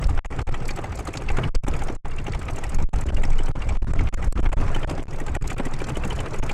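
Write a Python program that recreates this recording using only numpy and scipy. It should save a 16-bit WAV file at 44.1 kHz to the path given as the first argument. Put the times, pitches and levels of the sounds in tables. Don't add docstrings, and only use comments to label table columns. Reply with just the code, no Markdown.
import sys
import numpy as np
from scipy import signal
from scipy.fft import rfft, irfft, next_fast_len
from scipy.io import wavfile
from scipy.ndimage import uniform_filter1d

SR = 44100
rng = np.random.default_rng(int(sys.argv[2]) if len(sys.argv) > 2 else 0)


def generate_wav(signal):
    frames = np.transpose(np.atleast_2d(signal))
    scaled = np.clip(frames, -1, 1) * 32767
    pcm = np.round(scaled).astype(np.int16)
    wavfile.write(sys.argv[1], SR, pcm)


N = 287973

# crack_peak_s, crack_level_db, crack_ring_hz, thump_level_db, thump_ring_hz
CHUG_EVENTS = [(0.0271, -33, 1215, -32.5, 314), (0.0938, -34, 1220, -29, 303),
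               (0.1786, -32.5, 809, -30, 850), (0.2473, -36, 1914, -33.5, 308),
               (0.3272, -37, 1940, -53, 303), (0.3931, -29.5, 1256, -33, 308),
               (0.4768, -36.5, 809, -27.5, 306), (0.5452, -28.5, 1930, -45, 809),
               (0.6252, -40, 800, -57, 395), (0.6923, -28.5, 2383, -27.5, 294),
               (0.7751, -34.5, 1284, -30.5, 289), (0.8435, -30, 795, -34, 306), (0.926, -36, 830, -57, 820),
               (0.9942, -32, 809, -35, 312), (1.0744, -33, 1210, -28, 296), (1.1409, -33, 2236, -29.5, 302),
               (1.2226, -32.5, 800, -48, 394), (1.2894, -30, 2680, -27, 817),
               (1.3727, -31, 1233, -23.5, 310), (1.439, -28, 2940, -32.5, 308),
               (1.5458, -49, 1680, -38, 1574), (1.668, -38.5, 1330, -26.5, 312),
               (1.7393, -32, 1290, -31, 306), (1.8221, -31, 820, -49, 820), (1.8868, -28, 825, -31.5, 303),
               (2.042, -63, 816, -33.5, 403), (2.118, -39.5, 2760, -59, 640),
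               (2.1868, -34, 2733, -34.5, 399), (2.2694, -33.5, 2810, -25, 293),
               (2.3363, -33.5, 2260, -32, 820), (2.419, -35, 1290, -48, 399),
               (2.4869, -29.5, 1230, -29, 308), (2.5707, -40, 2750, -28, 292),
               (2.6402, -31.5, 1933, -39, 815), (2.7212, -39, 794, -40, 297),
               (2.788, -32.5, 840, -32.5, 308), (2.9405, -31.5, 830, -47, 830),
               (3.02, -40.5, 1950, -45, 306), (3.0898, -37.5, 3020, -32, 303),
               (3.1708, -32.5, 2800, -32, 304), (3.2385, -28.5, 1950, -30, 300),
               (3.3217, -37, 2310, -38, 300), (3.391, -32, 2980, -32.5, 297), (3.4702, -43, 3030, -32, 403),
               (3.5446, -57, 809, -37, 397), (3.6233, -33.5, 2760, -47, 399), (3.6927, -30, 2320, -40, 304),
               (3.7722, -38, 844, -60, 399), (3.8475, -39, 1280, -60, 306), (3.925, -60, 809, -30.5, 397),
               (3.994, -32.5, 2215, -31, 304), (4.0752, -34.5, 2190, -30, 397),
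               (4.1433, -36.5, 2170, -60, 306), (4.2276, -32.5, 1980, -34.5, 794),
               (4.3786, -33.5, 1200, -32, 313), (4.4449, -39, 1250, -29, 832), (4.5305, -29, 803, -36, 306),
               (4.603, -38, 800, -33, 296), (4.683, -31, 809, -32, 395), (4.7497, -26.5, 3040, -24, 306),
               (4.8329, -33, 3140, -31.5, 785), (4.898, -29, 790, -26, 315), (4.9817, -33, 780, -36.5, 399),
               (5.1322, -40, 1940, -33.5, 310), (5.2035, -32, 1885, -38, 302),
               (5.284, -33.5, 1580, -32, 300), (5.3528, -30.5, 1896, -28.5, 615),
               (5.4422, -35, 823, -38, 809), (5.5037, -30.5, 1940, -30.5, 775),
               (5.5857, -34.5, 2720, -26.5, 304), (5.6549, -31, 1930, -28, 310),
               (5.7383, -36, 2000, -46, 790), (5.805, -31.5, 2360, -30.5, 410),
               (5.8885, -31, 800, -29.5, 300), (5.9575, -32.5, 2990, -31, 310),
               (6.04, -30.5, 2690, -38, 820), (6.1086, -27.5, 3050, -28.5, 399),
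               (6.192, -31.5, 3040, -28, 303), (6.2627, -32, 1230, -47, 800), (6.3448, -33, 2000, -48, 395),
               (6.4167, -60, 809, -27, 870), (6.4972, -27.5, 2378, -29, 330)]
# start_s, length_ms, swing (signed, relative, sets the ramp into the limit)
PINNING_GUSTS = [(0.0507, 1.8, 0.09), (0.0745, 9.2, -0.27), (0.1214, 4.1, 0.09), (0.1546, 2.7, -0.1),
                 (0.192, 55.3, -0.13), (0.2628, 40.8, -0.16), (0.4277, 41.8, -0.08), (0.4977, 12.0, 0.11),
                 (1.2958, 4.8, 0.07), (1.4916, 54.3, 0.22), (1.5626, 74.0, 0.45), (1.6492, 17.2, -0.19),
                 (1.7072, 3.2, -0.04), (1.9663, 80.4, -0.09), (2.7714, 12.9, 0.24), (2.842, 47.4, 0.32),
                 (2.8899, 3.4, 0.0), (2.894, 37.0, 0.0), (2.9469, 7.7, -0.28), (3.0406, 14.6, 0.09),
                 (3.1076, 15.0, -0.16), (3.1514, 11.8, 0.27), (3.2256, 5.1, 0.1), (3.5166, 36.9, -0.04),
                 (3.7737, 46.5, 0.14), (3.832, 12.3, 0.19), (3.8471, 22.9, 0.02), (3.9206, 13.9, 0.05),
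                 (3.939, 12.0, 0.01), (4.091, 35.9, -0.12), (4.1473, 25.7, -0.22), (4.2101, 5.3, 0.09),
                 (4.2825, 41.7, 0.35), (4.329, 26.1, 0.05), (4.4058, 22.9, 0.1), (4.4468, 5.6, -0.22),
                 (4.4754, 13.9, -0.16), (4.4985, 19.6, -0.02), (4.5404, 28.3, 0.25), (4.5971, 2.7, -0.05),
                 (4.6966, 5.0, 0.07), (4.8487, 25.5, -0.21), (5.007, 3.8, -0.03), (5.0133, 4.4, 0.05),
                 (5.0312, 5.2, -0.03), (5.0393, 16.4, -0.01), (5.0563, 13.6, -0.01), (5.0705, 10.9, 0.01),
                 (5.371, 40.5, 0.21), (5.4294, 11.4, -0.16), (5.5478, 16.1, -0.08), (6.401, 23.0, 0.18)]
THUMP_DELAY_S = .0148


def chugs(uneven_db=4.5, away_db=2.5, ring_db=-1.5, ring_s=.005):
    # centre_hz, width_hz, relative_level_db
    pipe_modes = [(298, 150, 7), (400, 186, 1.5), (679, 29, -8), (806.5, 117, 4), (1277, 600, 2.5),
                  (1680, 420, -15), (2080, 160, -3.5), (2350, 270, -2), (2630, 760, -2), (2930, 730, -13.5)]
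    pipe_top_hz = 3620
    s, db, ring_hz = firings()
    uneven = uneven_db * np.clip(rng.standard_normal((len(s), len(pipe_modes))), -1.5, 1.5)
    out = np.zeros(N + 2000)
    for k, (hz, width_hz, mode_db) in enumerate(pipe_modes):
        octaves_away = np.log2(hz / ring_hz)
        drive_db = db + uneven[:, k] - away_db * octaves_away ** 2
        gas = rng.standard_normal(N) * bursts(s, gain_of(drive_db), rise_s=0.0053, fall_s=0.0056)
        blown = signal.lfilter(*signal.iirpeak(hz, hz / width_hz, SR), gas)
        unit_blown = blown / np.sqrt(np.pi * width_hz / SR)
        out[:N] += gain_of(mode_db - 7.5) * unit_blown
    t = np.arange(1500) / SR
    swell = t / ring_s * np.exp(1 - t / ring_s)
    for at, level_db, hz, turn in zip(s, db, ring_hz, rng.random(len(s))):
        start = max(round((at - ring_s) * SR), 0)
        ring = swell ** 2 * np.sin(2 * np.pi * (hz * t + turn))
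        out[start:start + len(t)] += gain_of(level_db + ring_db) * ring
    return signal.sosfilt(signal.butter(6, pipe_top_hz, fs=SR, output="sos"), out[:N])


def firings():
    # delay_after_crack_s, mean_level_db, ring_hz
    faint_sounds = [(-.0167, -44.5, 1270), (.0155, -48, 2258), (.031, -53, 393)]
    faint_uneven_db = 1
    s, crack_db, crack_hz, thump_db, thump_hz = np.transpose(CHUG_EVENTS)
    uneven = faint_uneven_db * rng.standard_normal((len(s), len(faint_sounds)))
    events = [(s, crack_db, crack_hz), (s + THUMP_DELAY_S, thump_db, thump_hz)]
    for k, (delay_s, db, hz) in enumerate(faint_sounds):
        events.append((s + delay_s, db + uneven[:, k], np.full(len(s), hz)))
    return np.hstack(events)


def spits():
    # frequency_hz, relative_density_db
    spit_spectrum = [(800, 0.5), (2000, 3), (3000, -0.5), (3800, 2), (4400, 5), (5400, 3.5), (7800, 3.5),
                     (9000, -5), (12000, -13.5), (15000, -25), (18000, -48)]
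    split_hz = 6300
    dull_mean_db, dull_spread_db = -5.5, 9.5
    s, db = jets()
    dull_db = dull_mean_db + dull_spread_db * rng.standard_normal(len(s))
    hiss = noise(spit_spectrum, patchy_db=3.5)
    dull = signal.sosfiltfilt(signal.butter(3, split_hz, fs=SR, output="sos"), hiss)
    thin = hiss - dull
    out = np.zeros(N)
    for part, level_db in ((dull, db + dull_db / 2), (thin, db - dull_db / 2)):
        jet = bursts(s, gain_of(level_db - 1.5), rise_s=0.0034, fall_s=0.0036)
        tail = bursts(s, gain_of(level_db - 22), rise_s=0.0011, fall_s=0.011)
        out += (jet + tail) * part
    return out


def jets():
    # time_s, firing_rate_hz
    firing_rate = [(0.0, 37.15), (0.93, 37.88), (1.87, 37.85), (2.8, 37.56), (3.73, 38.25), (4.66, 38.29),
                   (5.6, 38.06), (6.53, 39.06)]
    order_levels = [-51.5, -50.5, -46]
    # peak_s, level_db
    single_spits = [(0.043, -37.5), (0.0714, -38), (0.0975, -38), (0.418, -43), (0.657, -37.5),
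                    (0.682, -35), (0.7103, -37), (0.7635, -40), (0.9575, -46), (0.9766, -43), (0.9915, -44),
                    (1.0768, -36.5), (1.1744, -30), (1.2907, -39.5), (1.3718, -42), (1.5523, -29),
                    (1.6367, -42), (1.6846, -38), (1.7936, -39.5), (1.8384, -40.5), (2.323, -44.5),
                    (2.3501, -50), (2.3944, -41.5), (2.5088, -57), (2.5626, -42), (2.5873, -43.5),
                    (2.642, -39.5), (2.696, -40.5), (2.7477, -34.5), (2.8264, -40), (2.9615, -39),
                    (2.9874, -44), (3.013, -39.5), (3.0671, -47), (3.148, -39.5), (3.2537, -41),
                    (3.3046, -42), (3.3313, -46), (3.3836, -51), (3.4364, -45), (3.461, -38.5),
                    (3.6907, -45), (3.937, -41), (4.143, -37.5), (4.247, -41), (4.3246, -37), (4.6118, -44),
                    (4.7955, -48), (4.8996, -37), (4.9133, -44), (5.1627, -46), (5.2673, -42.5),
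                    (5.3526, -41), (5.4263, -43), (5.478, -33.5), (5.5087, -37.5), (5.531, -41),
                    (5.5832, -41), (5.656, -38), (5.74, -38), (5.7918, -41), (5.818, -46), (5.844, -36.5),
                    (5.8725, -42), (5.8956, -36), (5.972, -39.5), (6.051, -35), (6.0786, -40.5),
                    (6.1027, -38), (6.13, -39), (6.163, -37.5), (6.2056, -37.5), (6.3102, -44),
                    (6.3366, -43), (6.3894, -40), (6.438, -43), (6.4659, -39), (6.5174, -39)]
    start_phase, uneven_db = .384, 1.5
    crack_hiss_db, thump_hiss_db = -13.5, -20
    fired = start_phase + np.cumsum(curve(firing_rate)) / SR
    count = np.arange(1, int(fired[-1]) + 1)
    s = np.interp(count, fired, np.arange(N) / SR)
    uneven = uneven_db * np.clip(rng.standard_normal(len(s)), -3, 1.2)
    db = np.take(order_levels, count % len(order_levels)) + uneven
    chug_s, crack_db, _, thump_db, _ = np.transpose(CHUG_EVENTS)
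    crack_hiss = (chug_s, crack_db + crack_hiss_db)
    thump_hiss = (chug_s + THUMP_DELAY_S, thump_db + thump_hiss_db)
    return np.hstack([(s, db), np.transpose(single_spits), crack_hiss, thump_hiss])


def roar(firings_hz=59.3, lope_hz=11.0):
    # time_s, level_db
    roar_levels = [(0.0, -36), (0.36, -34.5), (1.2, -38), (1.45, -30), (1.85, -34), (2.14, -39),
                   (2.62, -35.5), (2.76, -33), (3.1, -35.5), (4.4, -34), (4.62, -29.5), (5.16, -37.5),
                   (5.91, -34.5), (6.53, -32.5)]
    # frequency_hz, relative_density_db
    roar_spectrum = [(60, -5.5), (130, 4), (200, -8), (450, -9), (800, -15), (1300, -17), (1760, -22.5),
                     (2500, -25.5), (3100, -34), (3700, -38), (8000, -41.5), (11500, -55), (15000, -78),
                     (18000, -104)]
    t = np.arange(N) / SR
    firing_db = 0.56 * np.cos(2 * np.pi * firings_hz * t + 0.58)
    lope_db = 0.5 * np.cos(2 * np.pi * lope_hz * t + 0.21)
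    level_db = curve(roar_levels) + firing_db + lope_db + 2.0
    return gain_of(level_db) * noise(roar_spectrum, patchy_db=3.0)


def wash():
    # time_s, heave_level_db, flutter_level_db
    wash_levels = [(0.0, -26, -29), (0.05, -19, -17), (0.16, -12.5, -25.5), (0.33, -22, -23),
                   (0.6, -20.5, -34.5), (1.2, -31, -33), (1.33, -10, -28), (1.45, -37, -35),
                   (1.6, -22.5, -28), (1.85, -16.5, -33.5), (2.12, -27.5, -32.5), (2.3, -20.5, -30),
                   (2.6, -24, -35.5), (2.7, -21, -27), (2.97, -18, -23), (3.2, -9.5, -26.5),
                   (3.45, -18, -30), (3.75, -15.5, -29), (3.9, -15.5, -17.5), (4.08, -13, -19),
                   (4.2, -22, -29), (4.3, -13, -21), (4.5, -14.5, -22), (4.67, -6, -26.5),
                   (4.85, -17, -29.5), (5.1, -30, -43), (5.4, -16.5, -22), (5.65, -19, -40),
                   (6.03, -26, -32.5), (6.17, -17, -25), (6.3, -24.5, -45), (6.53, -22, -36)]
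    # frequency_hz, relative_density_db
    heave_spectrum = [(4, 10.5), (10, -4.5), (16, 20), (25, 4.5), (45, -17), (70, -37.5), (150, -38),
                      (500, -110)]
    # frequency_hz, relative_density_db
    flutter_spectrum = [(25, -9), (55, 6.5), (100, -6), (160, -14.5), (300, -23), (600, -46), (1500, -110)]
    lump_db, lump_s = 2, .06
    t = np.arange(0, N / SR + lump_s, lump_s)
    draws = rng.standard_normal((2, len(t)))
    heave_lumps, flutter_lumps = [lump_db * np.interp(np.arange(N) / SR, t, row) for row in draws]
    heave = gain_of(curve(wash_levels) + heave_lumps) * noise(heave_spectrum, patchy_db=-0.24)
    flutter_db = curve(wash_levels, column=2) + flutter_lumps
    flutter = gain_of(flutter_db) * noise(flutter_spectrum, patchy_db=0.37)
    return heave + flutter


def bursts(s, gain, rise_s, fall_s):
    train = np.zeros(N)
    np.add.at(train, np.clip(np.round(s * SR).astype(int), 0, N - 1), gain ** 2)
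    t = np.arange(-2000, 2001) / SR
    shape = np.where(t < 0, np.exp(-(t / rise_s) ** 2), np.exp(-abs(t) / fall_s))
    power = signal.oaconvolve(train, shape ** 2, "same")
    return np.sqrt(abs(power))


def noise(points, patchy_db):
    z = signal.stft(rng.standard_normal(N + 512), nperseg=512, noverlap=384)[2]
    patches = uniform_filter1d(rng.standard_normal(z.shape), size=6, axis=0)
    patches = evened(uniform_filter1d(patches, size=8, axis=1))
    x = signal.istft(z * gain_of(patchy_db * patches), nperseg=512, noverlap=384)[1][:N]
    return evened(colour(x, points))


def colour(x, points):
    f, db = np.transpose(points)
    size = next_fast_len(N)
    hz = np.fft.rfftfreq(size, 1 / SR)
    response = gain_of(np.interp(np.log(hz + 1), np.log(f + 1), db))
    return irfft(rfft(x, size) * response, size)[:N]


def curve(rows, column=1):
    rows = np.transpose(rows)
    return np.interp(np.arange(N) / SR, rows[0], rows[column])


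def evened(x):
    return x / np.sqrt(np.mean(x ** 2) + 1e-20)


def gain_of(db):
    return 10 ** (np.asarray(db) / 20)


def pin(step, early_s):
    faint_db, db_per_doubling, db_per_swing = -8.5, -2.5, 30
    free, faint = np.ones(N), np.zeros(N)
    for (s, ms, swing), (a, b) in zip(PINNING_GUSTS, early_s):
        span = slice(round((s - a) * SR), round((s + ms / 1000 + b) * SR))
        free[span] = 0
        faint[span] = gain_of(faint_db + db_per_doubling * np.log2(ms) + db_per_swing * abs(swing))
    near_edge = uniform_filter1d(free, size=1000)
    return np.cumsum(step * (free + faint * near_edge))


def scene():
    return np.tile(chugs() + spits() + roar() + wash(), (2, 1))


def record(dry):
    # frequency_hz, relative_level_db
    side_spectrum = [(30, -42), (150, -32), (400, -40), (1000, -32), (3000, -30), (12000, -23)]
    coupling_hz, soft_limit, edge_hz = 15.7, .55, 18000
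    step, t = np.diff(dry[0], prepend=0), np.arange(N) / SR
    for s, ms, swing in PINNING_GUSTS:
        slope = 3.3 * swing * 2 * np.pi * coupling_hz / SR
        step = step - slope * np.exp(-abs(t - s) / 0.0083) * (t < s)
    early_s = .00008 * rng.standard_normal((len(PINNING_GUSTS), 2))
    held = np.array([pin(step, early_s), pin(step, -early_s)])
    pair = signal.sosfilt(signal.butter(2, coupling_hz, "high", fs=SR, output="sos"), held)
    z = signal.stft(colour(pair.mean(0), side_spectrum), SR, nperseg=256)[2]
    random_phase = np.exp(2j * np.pi * rng.random(z.shape))
    side = signal.istft(z * random_phase, SR, nperseg=256)[1][:N]
    pair = pair + gain_of(-8.5) * np.array([side, -side])
    pair = soft_limit * np.tanh(pair / soft_limit)
    low_pass = signal.firwin(511, edge_hz, window=("kaiser", 9), fs=SR)
    return signal.oaconvolve(pair, low_pass[None], "same")


dry = scene()
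out = record(dry)
generate_wav(out)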